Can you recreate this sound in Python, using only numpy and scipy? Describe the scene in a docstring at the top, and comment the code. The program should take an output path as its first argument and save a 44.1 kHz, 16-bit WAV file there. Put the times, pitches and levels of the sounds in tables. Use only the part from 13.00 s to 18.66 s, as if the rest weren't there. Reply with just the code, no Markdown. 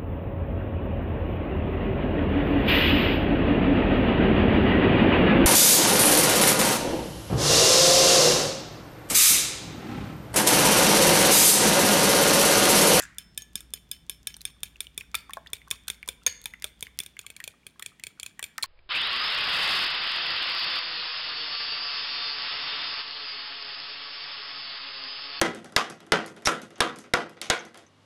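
"""A metal fork beats eggs in a hand-held ceramic bowl, about 5.5 strokes a second, after a dish is set down.
Each stroke excites damped bowl modes and the fork's own modes; egg on the fork adds body and damps its ring.
Air pockets plop as gliding sine bubbles, tines slap and scrape as noise bursts, and one squeaks twice.
Later the fork stirs lower in the bowl with double taps. Two reflections and a noise tail form a small
kitchen; filtered noise and a wavering low drone form a faint outdoor rumble."""
import sys
import numpy as np
from scipy import signal
from scipy.fft import rfft, irfft
from scipy.io import wavfile

SR = 44100
rng = np.random.default_rng(int(sys.argv[2]) if len(sys.argv) > 2 else 0)


def to_wav(sig):
    """Store sig (one row per channel, or 1-D mono) as 16-bit WAV at the path in sys.argv[1].

    Samples outside -1..1 are clipped; the rate is SR.
    """
    pcm = np.clip(np.atleast_2d(sig), -1, 1) * 32767
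    pcm = np.round(pcm).astype(np.int16)
    wavfile.write(sys.argv[1], SR, pcm.T)  # frames by channels


N = 249606
TIME = np.arange(N) / SR


def undb(db):
    """Level as a logarithm: 20 dB is a factor of ten in amplitude."""
    return 10 ** (np.asarray(db) / 20)


def add(track, s, sound):
    """Superposition: a sound is summed into the track at time s."""
    i = max(int(s * SR), 0)
    track[i:i + len(sound)] += sound[:max(N - i, 0)]


def band(x, lo_hz, hi_hz, order=3):
    """Causal Butterworth band-pass, its upper edge kept below half the sample rate."""
    sos = signal.butter(order, [lo_hz, min(hi_hz, .49 * SR)], "band", fs=SR, output="sos")
    return signal.sosfilt(sos, x)


def fade(t, t60):
    """Exponential damping: the amplitude falls by 60 dB in t60 seconds."""
    return np.exp(-np.log(1000) * t / t60)


def burst(t, t60):
    """Broadband impact: exponentially damped white noise."""
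    return rng.standard_normal(len(t)) * fade(t, t60)


def ring(t, hz, t60, db, detune, scatter_db):
    """Modal superposition: each blow excites the modes at a slightly different spot and grip."""
    pitch, size, turn = rng.standard_normal((3, len(hz), 1))
    mode_hz = hz[:, None] * (1 + detune * pitch)
    waves = np.sin(2 * np.pi * (mode_hz * t + turn))
    gains = undb(db[:, None] + scatter_db * size)
    return np.sum(gains * waves * fade(t, t60[:, None]), axis=0)


# spectrum of outdoor rumble and room air: f/Hz, relative level per hertz/dB
AIR_SPECTRUM = [(20, -32), (40, 6), (60, 0), (90, -2), (170, 0.5), (280, -7), (500, -18), (1000, -21),
                (2500, -21.5), (5000, -28), (10000, -33.5), (16000, -42.5)]
# course of the rumble: t/s, relative bass level/dB, relative drone level/dB
RUMBLE_COURSE = [(0, 1.5, 1), (3.901, -4, -0.5), (4.3, -29, -7.5), (4.601, -20, -15.5), (5.66, -11, -19)]


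def outdoors(air_db=-61, drone_db=-62, drone_hz=58.5, wander_hz=2.5, waver_db=2, bass_hz=170):
    """Spectral shaping of noise plus a frequency-modulated drone, which fades; the bass dips and part returns."""
    f = np.arange(N // 2 + 1) * SR / N
    hz, db = np.transpose(AIR_SPECTRUM)
    shape = undb(np.interp(np.log(f + 1), np.log(hz), db))
    air = irfft(rfft(rng.standard_normal(N)) * shape, N)
    air = undb(air_db) * air / np.std(air)
    bass = irfft(rfft(air) / (1 + (f / bass_hz) ** 2), N)
    s, bass_course_db, drone_course_db = np.transpose(RUMBLE_COURSE)
    knots = np.arange(0, N / SR + 1, .1)
    wander, waver = (np.interp(TIME, knots, rng.standard_normal(len(knots))) for _ in range(2))
    # sqrt(2) gives the sine unit effective value
    drone = np.sqrt(2) * np.sin(2 * np.pi * np.cumsum(drone_hz + wander_hz * wander) / SR)
    bass_gain = undb(np.interp(TIME, s, bass_course_db))
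    drone_gain = undb(drone_db + waver_db * waver + np.interp(TIME, s, drone_course_db))
    return air - bass + bass_gain * bass + drone_gain * drone


# dish set down, knock and settling: t/s, knock level/dB, bright scrape level/dB
DISH_CONTACTS = [(.0045, -25, -30.5), (.014, -38, -48), (0.0211, -48, -25), (0.028, -32, -38),
                 (0.035, -35, -28), (0.052, -36, -41)]
# modes of the dish before the contact damps them further: f/Hz, t60/s, relative level/dB
DISH_MODES = [(1490, 0.047, -5.5), (1760, 0.038, 0), (1940, 0.036, -8.5), (2580, 0.054, -12.5),
              (3490, 0.022, -11), (5000, 0.02, -13)]


def dish(tail_db=-37, tail_t60=0.82, skid_db=-44, skid_t60=0.31, contact_t60=0.049):
    """Contact damping shortens the modes of a dish as it knocks; friction noise skids and a noise band rings out."""
    out, t = np.zeros(N), TIME[:SR // 3]
    for s, db, scrape_db in DISH_CONTACTS:
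        modes = ring(t, *np.transpose(DISH_MODES), detune=0.045, scatter_db=-0.5)
        add(out, s, undb(db) * modes * fade(t, contact_t60))
        add(out, s, undb(scrape_db) * band(burst(t, 0.038), 6660, 8030, order=1))
    skid = band(burst(t, skid_t60), 940, 8000, order=3)
    add(out, DISH_CONTACTS[1][0], undb(skid_db) * skid)
    tail = band(burst(t, tail_t60), 1300, 2200, order=2)
    add(out, DISH_CONTACTS[0][0], undb(tail_db) * tail)
    return out


# near reflections: delay t/s, level/dB
REFLECTIONS = [(0.0103, -23.5), (0.0227, -30.5)]
# diffuse tail: lower edge f/Hz, upper edge f/Hz (capped below half the sample rate), t60/s, level/dB
DIFFUSE_TAIL = [(217, 1020, 0.74, -47.5), (1260, 2370, 0.53, -45.5), (2740, 3600, 0.9, -53.5),
                (4230, 7200, 0.33, -49), (7460, 10000, 0.32, -51), (10300, 24000, 0.23, -44.5)]


def kitchen(x, build_s=0.0036):
    """Convolution with a room response: two near reflections and a diffuse tail, shortest in the top band."""
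    t = TIME[:SR * 3 // 4]
    response = sum(undb(db) * band(burst(t, t60), lo_hz, hi_hz) for lo_hz, hi_hz, t60, db in DIFFUSE_TAIL)
    response *= 1 - np.exp(-t / build_s)
    for delay, db in REFLECTIONS:
        response[int(delay * SR)] += undb(db)
    return x + signal.fftconvolve(x, response)[:N]


# contacts of fork and bowl: t/s, strength level/dB
CONTACTS = [(0.1836, -35), (.376, -31.5), (0.4207, -48), (0.5553, -30.5), (0.6055, -46), (.7367, -32),
            (.914, -32), (1.0959, -32.5), (1.271, -30), (1.4523, -30.5), (1.6321, -30.5), (1.8051, -31.5),
            (1.9772, -32.5), (2.003, -54), (2.1514, -27.5), (2.3342, -38), (2.532, -30.5), (2.7114, -26.5),
            (2.8805, -35), (2.9005, -30.5), (3.0875, -30.5), (3.2642, -25.5), (3.2766, -34.5),
            (3.4567, -33.5), (3.6421, -30.5), (3.826, -34), (4.0019, -33), (4.0615, -43.5), (4.1909, -38.5),
            (4.2648, -42.5), (4.302, -44.5), (4.3647, -45.5), (4.4017, -49), (4.44, -39.5), (4.4767, -39),
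            (4.6665, -43), (4.795, -47.5), (4.8243, -39.5), (4.861, -37.5), (5.0367, -37), (5.068, -39.5),
            (5.1982, -39.5), (5.2305, -36.5), (5.262, -39), (5.4269, -35), (5.4402, -35.5), (5.626, -33.5),
            (5.6331, -33)]
STIR_FROM_S, STROKE_ABOVE_DB = 4.1, -37.5


def beating_strokes():
    """A level threshold selects the full strokes of the beating from the light taps between them."""
    return [(s, db) for s, db in CONTACTS if db > STROKE_ABOVE_DB and s < STIR_FROM_S]


def entry_ticks(lead_s=.034, scatter_s=.012, tick_db=-16.5, tick_t60=.008):
    """Liquid entry: the tines tick lightly on their way into the egg ahead of each full beating stroke."""
    out, t = np.zeros(N), TIME[:SR // 20]
    for s, db in beating_strokes():
        lead = lead_s + scatter_s * rng.uniform(-1, 1)
        add(out, s - lead, undb(db + tick_db) * band(burst(t, tick_t60), 3600, 9300, order=1))
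    return out


# the yolks break up and coat the fork more and more between these times
COATING_START_S, COATING_END_S = 1, 2.34


def egg_coating(s):
    """Linear growth of the egg film on the fork, from 0 to 1."""
    return np.interp(s, (COATING_START_S, COATING_END_S), (0, 1))


# colour of a blow relative to its strength, for a clean, an egg-coated and a stirring fork:
# low register level/dB, middle level/dB, treble level/dB, free fork ring level/dB
CLEAN_COLOUR = (-14, -1, .5, -8)
COATED_COLOUR = (-3.5, 1.5, -1, -21.5)
STIRRING_COLOUR = (-3, 0, -1, -22)
# a contact just ahead of a harder one only grazes the wall and has less body
GRAZE_WITHIN_S, GRAZE_DB = .045, -11.5


def blows():
    """Damping by a liquid film: egg on the fork adds body and weakens its ring; a graze is thin."""
    following = CONTACTS[1:] + [(np.inf, 0)]
    for (s, db), (next_s, next_db) in zip(CONTACTS, following):
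        coating = egg_coating(s)
        beating = (1 - coating) * np.array(CLEAN_COLOUR) + coating * np.array(COATED_COLOUR)
        colour = np.array(STIRRING_COLOUR) if s > STIR_FROM_S else beating
        low_db, mid_db, high_db, free_db = db + colour
        grazes = next_s - s < GRAZE_WITHIN_S and next_db > db
        yield s, low_db + GRAZE_DB * grazes, mid_db, high_db, free_db


# bowl with the fork against it: f/Hz, t60/s, relative level when beating/dB, when stirring/dB
CHOKED_BOWL = [(1593, 0.023, -25, -15), (2317, 0.026, -11.5, -3), (2501, 0.024, -11, -3.5),
               (3352, 0.013, -3.5, 2.5), (3577, 0.017, 1, -6), (4253, 0.0096, -11, 1.5),
               (5380, 0.031, -21.5, -32), (7010, 0.015, -14, -11), (7340, 0.0055, -5.5, 0),
               (8833, 0.0086, 0, -5.5), (9255, 0.013, -3.5, -6.5), (10430, 0.0047, -0.5, -6.5),
               (12880, 0.0056, -4.5, -26.5), (14120, 0.054, -20, -22.5), (16500, 0.015, -2, -27.5)]


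def clink(t, stirring, levels_db, crack_db=-5, crack_t60=0.019, contact_s=.00035):
    """Modal excitation of the choked bowl; egg on the fork, stirring and grazing set three register levels."""
    hz, t60, beat_db, stir_db = np.transpose(CHOKED_BOWL)
    if stirring:  # the fork lands at more varied spots
        modes = ring(t, hz, t60, stir_db, detune=.015, scatter_db=3)
    else:
        modes = ring(t, hz, t60, beat_db, detune=.007, scatter_db=2)
    crack = undb(crack_db) * band(burst(t, crack_t60), 2000, 13000, order=1)
    # every blow swells in over a fraction of a millisecond
    blow = (modes + crack) * (1 - np.exp(-t / contact_s))
    registers = [band(blow, lo, hi) for lo, hi in [(600, 2900), (2900, 6000), (6000, 16000)]]
    # each register is levelled over its first hundredth of a second
    return sum(undb(db) * part / np.std(part[:SR // 100]) for db, part in zip(levels_db, registers))


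def thump(t, start_hz=170, end_hz=78, sag_s=.008, t60=0.12):
    """Dispersion of bending waves in the table top: the higher ones arrive first."""
    nominal_hz = end_hz + (start_hz - end_hz) * np.exp(-t / sag_s)
    hz = nominal_hz * rng.uniform(0.66, 1.3)
    swell = 1 - np.exp(-t / sag_s)
    return np.sin(2 * np.pi * np.cumsum(hz) / SR) * fade(t, t60) * swell


# modes of the table top under the bowl: f/Hz, t60/s, relative level/dB
TABLE_MODES = [(176, 0.034, -19), (420, 0.028, -16.5), (604, 0.011, -17), (1113, 0.035, -24.5)]


def table_knock(t, knock_db=-8, thump_db=-24):
    """Structure-borne sound: a dull knock passes through the bowl into the table."""
    modes = ring(t, *np.transpose(TABLE_MODES), detune=0.057, scatter_db=5.5)
    return undb(knock_db) * modes + undb(thump_db) * thump(t)


# fork ringing freely after the blow: f/Hz, t60/s, relative level/dB
FORK_MODES = [(1682, 0.065, -3.5), (2446, 0.15, -11.5), (3070, 0.19, -6), (3360, 0.34, -24.5),
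              (5150, 0.053, 5), (5400, 0.25, -10.5), (6500, 0.14, -8), (9550, .12, -9.5),
              (11600, 0.036, 7.5), (13000, .1, -20.5)]


def fork_strokes(ring_db=-3, cushion=0.68):
    """Modal superposition: each contact sounds the choked bowl, the free fork and the table."""
    out, t = np.zeros(N), TIME[:SR * 3 // 4]
    for s, low_db, mid_db, high_db, free_db in blows():
        add(out, s, clink(t[:SR // 10], s > STIR_FROM_S, (low_db, mid_db, high_db)))
        free_ring = ring(t[:SR // 3], *np.transpose(FORK_MODES), detune=0.0077, scatter_db=3.5)
        add(out, s, undb(free_db + ring_db) * free_ring)
        # the hand cushions the bowl, so what reaches the table grows more slowly than the blow
        push = undb(cushion * (low_db + mid_db) / 2)
        add(out, s, push * table_knock(t[:SR // 8]))
    return out


# single fork modes singing on, mostly around early strokes of the still clean fork:
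# t/s, f/Hz, level/dB, t60/s
FORK_PINGS = [(0.186, 5280, -56, 0.68), (.556, 5430, -60.5, 0.38), (0.375, 1739, -51, 0.3),
              (.421, 6520, -35.5, 0.041), (0.577, 5500, -49, 0.092), (0.924, 3070, -50, 0.23),
              (1.277, 5460, -35.5, 0.036)]


def pings():
    """Free damped vibration: single fork modes sing on, mostly around early strokes of the still clean fork."""
    out, t = np.zeros(N), TIME[:SR * 3 // 4]
    for s, hz, db, t60 in FORK_PINGS:
        add(out, s, undb(db) * np.sin(2 * np.pi * hz * t) * fade(t, t60))
    return out


def scrape(scrape_db=-19, skid_s=0.056, grit_db=4, rasp_db=-1, count=14):
    """Dry friction: after a blow the tines skid in uneven little slips that stir the same bowl modes."""
    out, t = np.zeros(N), TIME[:SR // 50]
    hz, t60, _, stir_db = np.transpose(CHOKED_BOWL)
    for s, db in CONTACTS:
        for wait, weakness in zip(rng.beta(2, 3, count), rng.exponential(size=count)):
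            modes = ring(t, hz, t60, stir_db, detune=.07, scatter_db=2)
            slip = modes + undb(rasp_db) * band(burst(t, 0.011), 1800, 7000, order=1)
            slip_db = db + scrape_db - grit_db * (weakness + 2 * wait)
            add(out, s + 0.0064 + skid_s * wait, undb(slip_db) * slip)
    return out


def bubble(t, hz, t60, max_glide=0.117, swell_s=0.00036):
    """Bubble resonance: an air pocket rings and bends upward in pitch as it opens, each by its own amount."""
    glide = rng.uniform(0, max_glide)
    pitch = hz * (1 + glide * (np.minimum(t / t60, 1) - .15))
    return np.sin(2 * np.pi * np.cumsum(pitch) / SR) * fade(t, t60) * (1 - np.exp(-t / swell_s))


def slosh(grain_db=-57, spread_db=3, lag_s=0.026, centre_hz=3100, octaves=0.74, cycles=26, count=16):
    """Superposed bubble resonances: small bubbles crackle in the wake of each contact."""
    out, t = np.zeros(N), TIME[:SR // 20]
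    for s, _ in CONTACTS:
        draws = np.clip(rng.standard_normal((count, 2)), -2, 2)
        for wait, (pitch, size) in zip(rng.exponential(size=count), draws):
            hz = min(centre_hz * 2 ** (octaves * pitch), SR / 3)
            gain = undb(grain_db + spread_db * (size - wait))
            add(out, s + 0.0027 + lag_s * wait, gain * bubble(t, hz, cycles / hz))
    return out


POCKET_CYCLES = 30  # cycles until a pocket is 60 dB down, so big low ones last longest


def gurgles(gurgle_db=-53, spread_db=3, centre_hz=1800, octaves=.8, reach_s=0.072, count=3):
    """Random bubble resonance: as the yolks break, faint pockets open around every contact."""
    out, t = np.zeros(N), TIME[:SR // 10]
    for s, _ in CONTACTS:
        for when, pitch, size in rng.uniform(-1, 1, (count, 3)):
            hz = centre_hz * 2 ** (octaves * pitch)
            gain = egg_coating(s) * undb(gurgle_db + spread_db * size)
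            add(out, s + reach_s * when, gain * bubble(t, hz, POCKET_CYCLES / hz))
    return out


# air pockets bursting in the egg: t/s, nominal f/Hz, relative level/dB
POCKETS = [(1.3417, 5860, -27.5), (1.343, 3150, -35.5), (1.3667, 8850, -24.5), (1.408, 4120, -31.5),
           (1.758, 2750, -39), (1.8689, 2940, -32), (2.0092, 2500, -25.5), (2.1436, 1320, -24),
           (2.145, 2330, -18), (2.2953, 1100, -33), (2.3075, 1800, -37), (2.3703, 1066, -28.5),
           (2.3712, 662, -38), (2.462, 1870, -38.5), (2.4714, 3500, -31), (2.6167, 2070, -41.5),
           (2.676, 1100, -45), (2.726, 1100, -39.5), (2.883, 1500, -33.5), (3.029, 2270, -28.5),
           (3.077, 1010, -36.5), (3.09, 520, -48), (3.266, 500, -39), (3.267, 1052, -33),
           (3.273, 1735, -25.5), (3.46, 950, -43.5), (3.5373, 2040, -30.5), (3.6231, 2100, -34.5),
           (3.646, 610, -45), (3.652, 1320, -43.5), (3.8684, 2130, -33), (3.9903, 2150, -32.5),
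           (4.1676, 2110, -34.5), (4.4028, 1910, -29.5), (4.797, 1270, -39), (4.8232, 1890, -32),
           (4.9971, 2030, -40), (5.393, 1890, -30), (5.3946, 1130, -38.5), (5.582, 1830, -24.5),
           (5.5831, 1280, -28.5), (5.640, 1070, -29)]


def plops(plop_db=3, snap_db=-11, snap_t60=0.0082, splinter_db=-5, spread_octaves=0.43, scatter_s=.003, count=4):
    """Bubble fragmentation: a pocket bursts with a wet snap and sheds short-lived, mostly smaller bubbles."""
    out, t = np.zeros(N), TIME[:SR // 8]
    for s, hz, db in POCKETS:
        t60 = POCKET_CYCLES / hz
        snap = band(burst(t, snap_t60), 1550, 11000, order=1)
        add(out, s, undb(db + plop_db) * bubble(t, hz, t60) + undb(db + snap_db) * snap)
        for wait, pitch in zip(rng.exponential(size=count), rng.uniform(-1, 1.6, count)):
            splinter_hz = min(hz * 2 ** (spread_octaves * pitch), SR / 3)
            splinter = bubble(t, splinter_hz, t60 / 2)
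            add(out, s + scatter_s * wait, undb(db + splinter_db) * splinter)
    return out


# tines slapping into the egg: t/s, level/dB, t60/s
TINE_SLAPS = [(1.416, -30.5, 0.01), (2.145, -23, 0.0065), (2.3072, -39, .008), (2.705, -26, 0.013),
              (2.883, -18.5, .008), (3.077, -27, 0.015), (3.416, -38, .008), (3.441, -31.5, 0.0095),
              (3.6227, -26, 0.011), (3.808, -30.5, 0.012), (3.9898, -11.5, 0.0026), (4.035, -29.5, 0.013),
              (4.214, -37, .012), (4.796, -30.5, 0.011), (4.9973, -36.5, .008), (5.394, -26, 0.0073),
              (5.5809, -16.5, 0.0054), (5.6395, -20, .008)]


def slaps():
    """Liquid impact: now and then the tines hit the egg with a sharp, wet burst of noise."""
    out, t = np.zeros(N), TIME[:SR // 20]
    for s, db, t60 in TINE_SLAPS:
        add(out, s, undb(db) * band(burst(t, t60), 3400, 10500, order=1))
    return out


# hard blows that jolt the bowl loose in the hand: t/s, relative level/dB
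HARD_BLOWS = [(2.151, -48.5), (3.267, -41), (5.632, -49)]
# bowl ringing out while loose: nominal f/Hz, t60/s, relative level/dB
LOOSE_BOWL_MODES = [(1380, .25, -18), (1720, 0.28, -8), (2120, .45, -7), (2380, .35, -11), (2720, 0.33, -9),
                    (3080, 0.21, -3), (3580, 0.16, -9.5), (4500, 0.16, 1.5), (4500, 0.39, -8.5),
                    (4560, .32, -8), (4750, .3, -4.5), (5500, .25, -9.5)]


def jolts(ring_db=-7, count=7):
    """Mode splitting: the uneven wall splits each mode into close neighbours that beat against each other."""
    out, t = np.zeros(N), TIME[:SR // 2]
    for s, db in HARD_BLOWS:
        for _ in range(count):
            modes = ring(t, *np.transpose(LOOSE_BOWL_MODES), detune=.04, scatter_db=2)
            add(out, s, undb(db + ring_db) * modes)
    return out


# a tine slipping on the glaze: t/s, f/Hz, level/dB, length t/s
TINE_SQUEAKS = [(3.2652, 6520, -13, .008), (5.631, 4180, -16.5, 0.0031)]


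def squeaks(overtone_db=-24, linger_db=-33, linger_t60=.55):
    """Stick-slip friction holds one mode singing for milliseconds; a faint noise band lingers on release."""
    out, after = np.zeros(N), TIME[:SR // 2]
    for s, hz, db, length in TINE_SQUEAKS:
        t = TIME[:int(length * SR)]
        phase = 2 * np.pi * hz * t
        grip = np.minimum(t / 0.00027, 1) * np.cos(np.pi / 2 * (t / length) ** 4) ** 2
        tone = np.sin(phase) + undb(overtone_db) * np.sin(2 * phase)
        add(out, s, undb(db) * grip * tone)
        linger = band(burst(after, linger_t60), hz - 70, hz + 170, order=2)
        add(out, s + length, undb(db + linger_db) * linger / np.std(linger[:SR // 20]))
    return out


def scene():
    """Superposition of sources: everything at the table sounds into the kitchen, over the outdoors."""
    bowl = fork_strokes() + pings() + scrape() + jolts() + squeaks()
    egg = entry_ticks() + slaps() + plops() + gurgles() + slosh()
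    return (kitchen(bowl + egg + dish()) + outdoors())[None]


def record(dry, top_hz=15900):
    """Band limitation: a steep elliptic low-pass removes the extreme treble."""
    # order 8, 0.2 dB passband ripple, 70 dB stopband attenuation
    return signal.sosfilt(signal.ellip(8, .2, 70, top_hz, fs=SR, output="sos"), dry)


dry = scene()
out = record(dry)
to_wav(out)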